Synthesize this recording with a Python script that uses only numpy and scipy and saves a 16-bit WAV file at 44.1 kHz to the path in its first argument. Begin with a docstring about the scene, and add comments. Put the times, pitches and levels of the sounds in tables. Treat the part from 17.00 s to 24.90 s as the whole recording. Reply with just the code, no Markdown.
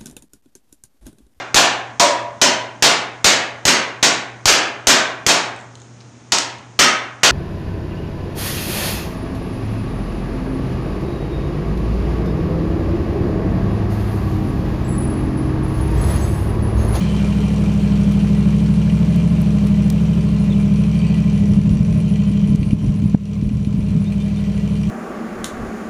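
"""An old eight-cylinder petrol truck crawls away over a grassy yard and turns, its exhaust burbling unevenly.
Uneven firing pulses ring its pipe; valve ticks, rattle and knocks ring engine block and panel modes.
Two crickets chirp in rows of tone bursts, a small bird whistles glides, dry clicks snap near the microphone.
Gusts of lumpy low noise buffet the microphone, and the strongest thumps pull the recorder's gain down.
A faint steady electronic tone lies under it all."""
import sys
import numpy as np
from scipy import signal
from scipy.io import wavfile

SR = 44100
rng = np.random.default_rng(int(sys.argv[2]) if len(sys.argv) > 2 else 0)


def store_wav(level_fs):
    """Save 16-bit WAV to argv[1]."""
    pcm = np.round(np.clip(np.atleast_2d(level_fs), -1, 1) * 32767)
    wavfile.write(sys.argv[1], SR, pcm.T.astype(np.int16))


def convert_level_to_amplitude(level_db):
    """Map a level in decibels to its linear amplitude factor."""
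    exponent = np.asarray(level_db, float) / 20
    return 10 ** exponent


N = 348369


def rms_one(x):
    """Scale to rms 1."""
    return x / np.sqrt(np.mean(x ** 2) + 1e-20)


def in_time(rows):
    """Columns of a curve, the first being t/s, at every sample."""
    t, *columns = np.transpose(rows)
    return [np.interp(np.arange(N) / SR, t, column) for column in columns]


def drift(corner_hz):
    """Slow random wander of rms 1: noise through two equal low-pass poles."""
    coarse = 40   # samples per step of the wander
    r = np.exp(-2 * np.pi * corner_hz * coarse / SR)
    noise = rng.standard_normal(N // coarse + 2002)
    slow = signal.lfilter([1], [1, -2 * r, r * r], noise)[2000:]   # settled part only
    return np.interp(np.arange(N) / coarse, np.arange(len(slow)), rms_one(slow))


def impulses(seconds, sizes):
    """Single spikes at given times, each shared between the two nearest samples."""
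    at = np.asarray(seconds) * SR
    out = np.full(N + 1, 1e-18)   # tiny floor keeps later filters fast
    keep = (at >= 0) & (at < N - 1)
    whole, part = at[keep].astype(int), at[keep] % 1
    sizes = np.asarray(sizes)[keep]
    np.add.at(out, whole, sizes * (1 - part))
    np.add.at(out, whole + 1, sizes * part)
    return out[:N]


def resonance(x, hz, width_hz):
    """Two-pole band-pass, gain 1 on top."""
    r = np.exp(-np.pi * width_hz / SR)
    turn = 2 * np.pi * hz / SR
    return signal.lfilter([(1 - r * r) / 2, 0, (r * r - 1) / 2], [1, -2 * r * np.cos(turn), r * r], x)


def band(x, low_hz, high_hz, order=2):
    """Butterworth band-pass."""
    return signal.sosfilt(signal.butter(order, [low_hz, high_hz], "band", fs=SR, output="sos"), x)


def banded_noise(spectrum, patchy_db):
    """Noise in bands of about a third of an octave, each flickering on its own; rms 1."""
    hz, level_db = np.transpose(spectrum)
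    low_hz, high_hz = hz[0], min(hz[-1], 16000)
    edges = np.geomspace(low_hz, high_hz, round(3 * np.log2(hz[-1] / low_hz)) + 1)
    white = rng.standard_normal((2, N))   # neighbouring bands take turns
    out = 0
    for k, (low, high) in enumerate(zip(edges, edges[1:])):
        centre_db = np.interp(np.log(low * high) / 2, np.log(hz), level_db)
        out = out + convert_level_to_amplitude(centre_db + patchy_db * drift(22)) * band(white[k % 2], low, high)
    return rms_one(out)


# engine speed set by the driver's foot: t/s, speed/(full firing cycles per s)
FOOT_SPEED = [(0, 12.972), (.2, 12.628), (.6, 12.773), (1, 12.6), (1.6, 12.845), (2.2, 13.048),
              (2.9, 12.795), (4, 12.842), (6, 12.777), (7.3, 12.594), (7.9, 12.807)]
# hunting around that speed under load: t/s, depth/(cycles per s)
HUNTING_DEPTH = [(1.8, 0), (2.4, .242), (5.4, .169), (6.8, 0)]


def engine_cycles():
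    """Cycles turned so far: the set speed with the hunting on top, summed over time."""
    swings_per_s, crest_s, quickening = 1.11, 4.046, .046   # quickening: swings per s, gained each second
    t = np.arange(N) / SR - crest_s
    swings = (swings_per_s + quickening * t / 2) * t
    hunting = in_time(HUNTING_DEPTH)[0] * np.cos(2 * np.pi * swings)
    return np.cumsum(in_time(FOOT_SPEED)[0] + hunting) / SR


def moments(cycles, shares):
    """Times at which the engine passes given shares of its cycle; one row a cycle, -1 when outside."""
    wanted = np.arange(-8, cycles[-1] + 1)[:, None] + shares
    return np.interp(wanted, cycles, np.arange(N) / SR, left=-1, right=-1)


# what reaches the microphone as the truck turns and draws off:
# t/s, tailpipe level/dB, engine bay level/dB
TRUCK_AT_MICROPHONE = [(0, -2.5, 10), (.5, -1, 7.5), (1.5, 2, 4), (2.5, 1.5, 2.5), (3.5, 1, 0.8),
                       (4.2, 1.5, -1), (5, 1, -4.5), (5.6, -0.5, -7), (6, -4, -8.5), (6.5, -7.5, -13),
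                       (7, -3.5, -7.5), (7.4, -4.5, -4), (7.9, -2, -3.5)]


def level_at_microphone(base_db, pipe_share, bay_share):
    """A layer's level in dB: its base and its shares of the tailpipe's and the engine bay's swing."""
    pipe_db, bay_db = in_time(TRUCK_AT_MICROPHONE)
    return base_db + pipe_share * pipe_db + bay_share * bay_db


# cylinders in firing order, the two banks having pipes of unequal length: strength/dB, arrival lag/ms
FIRING_ORDER = [(0.4, 1.99), (2.5, -1.99), (-5.0, -2.78), (3.5, 2.57), (2.1, -2.22), (3.5, 2.4),
                (1.2, 1.57), (3.7, -1.54)]
# the silencer's boom, then three tailpipe modes: f/Hz, width/Hz, level/dB
PIPE_MODES = [(62.9, 8.0, -34.9), (183.1, 16.0, -12.0), (188.5, 19.6, -13.3), (154.2, 57.2, -37.0)]
# weak overtones of the exhaust: f/Hz, width/Hz, level/dB
PIPE_OVERTONES = [(231.5, 71.6, -48), (276.6, 13.7, -46), (427.8, 15.3, -49.5), (615.6, 22.2, -53),
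                  (1029, 40, -64.5)]
# spectrum of the gas roar: f/Hz, relative level/dB per Hz
ROAR_SPECTRUM = [(150, -32), (250, 0.5), (313, -4.5), (421, -7), (634, -15), (823, -17.5), (1030, -18),
                 (2000, -27), (2600, -71), (4400, -120)]


def exhaust(cycles):
    """One pressure pulse per firing rings the silencer and the pipe; gas roar puffs along."""
    strength_db, lag_ms = np.transpose(FIRING_ORDER)
    first_firing = .0711   # share of a cycle
    at = moments(cycles, first_firing + np.arange(8) / 8)
    late, strong = rng.standard_normal((2,) + at.shape)
    at = at + (lag_ms + .06 * late) / 1000   # firings come a little unevenly
    pulses = impulses(at, convert_level_to_amplitude(strength_db + .55 * strong)) * SR / 25.6   # each order near height 1
    soft = np.exp(-.5 * (np.arange(-99, 100) / (.0005 * SR)) ** 2)   # a pulse lasts about a millisecond
    rounded = np.convolve(pulses, soft / soft.sum(), "same")

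    boom, *pipe = [convert_level_to_amplitude(db) * resonance(rounded, hz, width) for hz, width, db in PIPE_MODES]
    throb = pipe[1] - pipe[0] - pipe[2]   # neighbouring modes swing in opposition

    upper = 0
    for hz, width, db in PIPE_OVERTONES:
        tone = resonance(resonance(pulses, hz, width), hz, 3 * width)
        upper = upper + convert_level_to_amplitude(db + 1.2 * drift(0.36)) * tone   # its strength wanders slowly at random

    puffs = signal.lfilter([1], [1, -np.exp(-1 / (0.00083 * SR))], pulses)   # 0.83 ms decay
    roar = rms_one((1 + 0.14 * rms_one(puffs)) * banded_noise(ROAR_SPECTRUM, patchy_db=1.5))

    out = convert_level_to_amplitude(level_at_microphone(-0.6, 0.19, 0.45)) * boom
    out = out + convert_level_to_amplitude(level_at_microphone(0, 1, 0)) * throb
    out = out + convert_level_to_amplitude(level_at_microphone(-34.5, 0.056, 0.62)) * roar
    return out + convert_level_to_amplitude(level_at_microphone(-3.26, .6, 0.13)) * upper


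def intake(cycles):
    """All cylinders draw air evenly through one throat: a hum at the firing rate."""
    gulp = .118   # share of a cycle at which a gulp peaks
    wavering_db = -28 + 1.5 * drift(3)
    return convert_level_to_amplitude(wavering_db) * np.cos(2 * np.pi * 8 * (cycles - gulp))


# engine block and panel modes: f/Hz, level/dB, t60/s
BLOCK_MODES = [(1965, -6.5, 0.078), (2377, 5, 0.03), (2535, -3.5, 0.075), (2783, -0.5, 0.056),
               (3072, 6, 0.018), (4166, -4, 0.036), (4560, -9, 0.053), (5770, -8, 0.021),
               (6270, -16.5, 0.026), (7030, -15, 0.027), (8160, -15.5, 0.032)]


def struck_block(seconds, level_db, scatter_db):
    """Every blow strikes each block and panel mode with a strength and sign of its own."""
    seconds, level_db = np.ravel(seconds), np.ravel(level_db)
    chance = rng.standard_normal((len(seconds), len(BLOCK_MODES), 2))
    out = 0
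    for k, (hz, mode_db, t60) in enumerate(BLOCK_MODES):
        sign = np.sign(chance[:, k, 1])
        sizes = convert_level_to_amplitude(level_db + mode_db + scatter_db * chance[:, k, 0]) * sign
        width_hz = np.log(1000) / (np.pi * t60)
        wander = convert_level_to_amplitude(2.5 * drift(3))   # each mode's ringing swells and fades at random, on its own
        ringing = resonance(impulses(seconds, sizes), hz, width_hz) * SR / (np.pi * width_hz)
        out = out + wander * ringing
    return out


# valve gear contacts in each cycle: share of cycle, level/dB
VALVE_CONTACTS = [(.14, 0), (.27, -8), (.4, -6), (.53, -10), (.65, -9), (.78, -11), (.89, -5)]
# how far the ticks stand out of the rattle: t/s, level/dB
TICK_PROMINENCE = [(3.4, -7), (4.4, 0)]


def valve_ticks(cycles):
    """Valve gear contacts strike the block at fixed points of each cycle."""
    share, valve_db = np.transpose(VALVE_CONTACTS)
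    at = moments(cycles, share)
    ticks = rms_one(struck_block(at, valve_db + 0 * at, scatter_db=2.5))
    ticks = ticks + convert_level_to_amplitude(9) * band(ticks, 5000, 9000)   # hard steel contacts are bright
    return ticks * convert_level_to_amplitude(in_time(TICK_PROMINENCE)[0])


# where the body rattles harder over bumps in the yard: middle t/s, length/s, level/dB
YARD_BUMPS = [(0.03, 1, 2.5), (4.09, 1.2, 6), (5.296, 0.91, 6), (7.44, 0.69, 6.5)]


def bumps():
    """Extra rattle in dB, swelling and fading over each bump."""
    t = np.arange(N) / SR
    extra_db = 0
    for middle, length, db in YARD_BUMPS:
        extra_db = extra_db + db * np.cos(np.pi * np.clip((t - middle) / length, -.5, .5)) ** 2
    return extra_db


def rattle():
    """Sheet metal rattles as a dense random shower of blows, harder over bumps."""
    blows = 5000
    seconds = rng.uniform(0, N / SR, blows)
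    blow_db = 1.9 * np.minimum(rng.exponential(1, blows), 3)
    return convert_level_to_amplitude(-1 + bumps()) * rms_one(struck_block(seconds, blow_db, scatter_db=2.5))


# spectrum of the fan hiss: f/Hz, relative level/dB per Hz
HISS_SPECTRUM = [(1060, -32), (1800, -15), (2360, 3.5), (3800, -0.5), (4120, -13.5), (5030, 4),
                 (5860, -6.5), (8480, -11.5), (9700, -6), (10700, -17), (15500, -23)]


def fan_hiss(cycles):
    """Flickering air noise of the fan that swells with each valve tick."""
    share, valve_db = np.transpose(VALVE_CONTACTS)
    at = moments(cycles, share)
    decay = np.exp(-1 / (0.013 * SR))   # 13 ms
    swell = signal.lfilter([1], [1, -decay], impulses(at, convert_level_to_amplitude(valve_db + 0 * at)))
    return rms_one((1 + 1.1 * swell) * banded_noise(HISS_SPECTRUM, patchy_db=.7))


# gusts on the microphone: start t/s, end t/s, level/dB
MICROPHONE_GUSTS = [(4.39, 5.05, -21.5), (5.45, 6.104, -20.5), (6.39, 7.103, -24)]


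def gusts():
    """Wind pressure in time: a breeze, and gusts that rise, hold and drop."""
    breeze_db, edge_s = -38, 0.082
    t = np.arange(N) / SR
    pressure = convert_level_to_amplitude(breeze_db)
    for start, end, db in MICROPHONE_GUSTS:
        inside = np.clip(np.minimum(t - start, end - t) / edge_s + .5, 0, 1)
        pressure = pressure + convert_level_to_amplitude(db) * inside ** 2
    return pressure


# strong wind thumps on the microphone: t/s, level/dB, push 1 or pull -1
WIND_THUMPS = [(4.6144, -11, 1), (4.6799, -12, 1), (4.713, -10.5, -1), (4.7732, -13, 1), (4.938, -20, 1),
               (5.3098, -7, 1), (5.5499, -5.5, 1), (5.6227, -11, -1), (5.698, -18, 1), (5.7338, 1, 1),
               (5.8337, -12, 1), (5.905, -14, 1), (6.027, -6.5, 1), (6.06, -10, 1), (6.1486, 3.5, 1),
               (6.4282, -4.5, -1), (6.483, -12.5, 1), (6.675, -14, 1), (6.7925, -5, -1)]


def wind():
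    """Lumpy low noise, and single eddies that shove the membrane for about one swing."""
    lump_db = 4.0 * np.minimum(drift(22), 1.8)
    lumps = band(rng.standard_normal(N) * convert_level_to_amplitude(lump_db), 45, 175, order=3)
    pressure = gusts()

    eddies_per_s, eddy_db = 13, 8.5   # small thumps, their spread above the wind's level
    eddies = (rng.random(N) < eddies_per_s / SR) * rng.standard_normal(N)
    eddies = eddies * pressure * convert_level_to_amplitude(eddy_db)
    s, thump_db, sense = np.transpose(WIND_THUMPS)
    thumps = impulses(s, np.sign(sense) * convert_level_to_amplitude(thump_db))

    thump_hz, thump_s = 170.0, .0021
    t = np.arange(-600, 601) / SR
    envelope = np.exp(-.5 * ((t + .0004) / thump_s) ** 2)   # leads the middle crest by 0.4 ms
    swing = np.cos(2 * np.pi * thump_hz * t) * envelope
    shoves = signal.fftconvolve(thumps + eddies, swing - swing.mean(), "same")
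    return pressure * rms_one(lumps) + shoves


def electronic_whine():
    """A faint electronic tone, one steady sine."""
    return convert_level_to_amplitude(-75) * np.sin(2 * np.pi * 11793 * np.arange(N) / SR)


def cricket(bouts, hz, strokes_per_s, count):
    """A chirp is a short row of wing strokes, each a soft burst of slightly wavering tone."""
    s = np.concatenate([np.linspace(first, last, round(many)) for first, last, many, _ in bouts])
    level_db = np.concatenate([np.full(round(many), db) for _, _, many, db in bouts])
    chance = rng.standard_normal((len(s), 2))
    s = s + .006 * chance[:, 0]
    level_db = level_db + 1.0 * chance[:, 1]
    order = np.arange(count) - (count - 1) / 2
    at = s[:, None] + order / strokes_per_s
    sizes = convert_level_to_amplitude(level_db[:, None] + 11.0 + 1.8 * rng.standard_normal(at.shape))
    stroke = np.hanning(round(.0055 * SR))
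    shape = np.convolve(impulses(at, sizes), stroke, "same")
    wavering_hz = hz * (1 + 0.0091 * drift(44))
    return shape * np.sin(2 * np.pi * np.cumsum(wavering_hz) / SR)


# bouts of near evenly spaced chirps, one table a cricket: first t/s, last t/s, chirps, relative level/dB
HIGH_CRICKET_BOUTS = [(.02, .63, 6, -59.5), (1.143, 1.737, 6, -62), (2.178, 2.68, 5, -62),
                      (3.314, 3.603, 3, -65), (3.76, 3.968, 3, -64), (4.387, 4.846, 5, -61),
                      (4.99, 5.105, 2, -56), (5.487, 6.088, 6, -60.5), (6.55, 7.262, 7, -64),
                      (7.699, 7.811, 2, -64)]
LOW_CRICKET_BOUTS = [(.11, .635, 4, -59), (.849, 3.211, 14, -61), (3.413, 5.68, 13, -59),
                     (5.88, 7.222, 8, -65), (7.387, 7.757, 3, -61)]


def crickets():
    """Two crickets, the higher one with the faster wing strokes."""
    high = cricket(HIGH_CRICKET_BOUTS, 9880, strokes_per_s=150.0, count=7)
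    return high + cricket(LOW_CRICKET_BOUTS, 9640, strokes_per_s=130.0, count=7)


# louder single ticks and knocks on the truck: t/s, relative level/dB
STRONG_KNOCKS = [(0.1647, -33), (0.3247, -33), (1.8148, -36), (1.8991, -30.5), (2.585, -33), (3.8377, -32),
                 (3.9535, -33), (5.1587, -34), (5.2, -37), (5.222, -34), (5.248, -50), (5.6301, -30.5),
                 (5.7082, -32.5), (6.332, -44), (6.493, -43), (6.6483, -35), (7.123, -31), (7.578, -33),
                 (7.835, -35)]


def knocks():
    """Louder single ticks and knocks, each one blow on the block and panel modes."""
    s, knock_db = np.transpose(STRONG_KNOCKS)
    return struck_block(s, knock_db - 14, scatter_db=2.0)


# dry clicks near the microphone: t/s, relative level/dB, middle band above treble/dB
NEAR_CLICKS = [(1.1222, -33, -7), (2.162, -29.5, -7), (2.4155, -26.5, -14), (2.419, -29.5, -19),
               (2.671, -31.5, -4), (2.9014, -22, -5.5), (2.9026, -27.5, 0.5), (2.9047, -30, -8),
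               (2.927, -33, -20), (5.559, -44.5, 10), (7.12, -43, -8)]


def clicks():
    """Each snap is a bright spike with a duller share of its own."""
    s, click_db, middle_db = np.transpose(NEAR_CLICKS)
    bright = band(impulses(s, convert_level_to_amplitude(click_db + 16)), 8000, 15500)
    dull = band(impulses(s, convert_level_to_amplitude(click_db + middle_db + 24.0)), 3500, 10000)
    return bright + dull


# bird notes: start t/s, length/s, from f/Hz, to f/Hz, relative level/dB
BIRD_NOTES = [(3.498, 0.022, 3600, 3700, -46), (3.518, 0.022, 3280, 3630, -42),
              (3.538, 0.02, 3020, 2930, -47), (6.845, 0.053, 3520, 3850, -62),
              (7.048, .052, 3480, 3830, -51), (7.192, 0.054, 3470, 3670, -51),
              (7.356, 0.047, 3540, 3700, -52)]


def bird():
    """Short whistles, each gliding evenly from one pitch to another."""
    out = np.zeros(N)
    for start, length, from_hz, to_hz, level_db in BIRD_NOTES:
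        size, i = round(length * SR), round(start * SR)
        tone = np.sin(2 * np.pi * np.cumsum(np.linspace(from_hz, to_hz, size)) / SR)
        out[i:i + size] += convert_level_to_amplitude(level_db + 7) * np.hanning(size) * tone
    return out


def scene():
    """The truck in the yard, the animals, the clicks and the wind, at one microphone."""
    cycles = engine_cycles()
    clatter = convert_level_to_amplitude(level_at_microphone(-47, .05, 0.66)) * (valve_ticks(cycles) + rattle())
    hiss = convert_level_to_amplitude(level_at_microphone(-46.5, 0.044, 0.41)) * fan_hiss(cycles)
    truck = exhaust(cycles) + intake(cycles) + clatter + hiss + knocks()
    return (truck + wind() + electronic_whine() + crickets() + clicks() + bird())[None]


def low_pass(x):
    """Removes everything above the highest recorded frequency."""
    return signal.sosfilt(signal.butter(12, 15820, fs=SR, output="sos"), x)


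def record(dry):
    """Peaks over the limit pull the gain down and it creeps back; what is too fast for it clips."""
    limit_db, slope = -4.0, 1.05   # slope: dB of cut per dB over the limit
    release_db_per_s, attack_s = 45.0, .007
    heard = signal.sosfilt(signal.butter(4, 15000, fs=SR, output="sos"), dry)
    over_db = slope * np.maximum(20 * np.log10(abs(heard[0]) + 1e-9) - limit_db, 0)
    ramp = release_db_per_s * np.arange(N) / SR
    held_db = np.maximum.accumulate(over_db + ramp) - ramp   # falls back at the release rate
    r = np.exp(-1 / (attack_s * SR))
    cut_db = signal.lfilter([1 - r], [1, -r], held_db)
    mix = np.clip(heard * convert_level_to_amplitude(-cut_db), -1, 1)
    return low_pass(mix)


dry = scene()
out = record(dry)
store_wav(out)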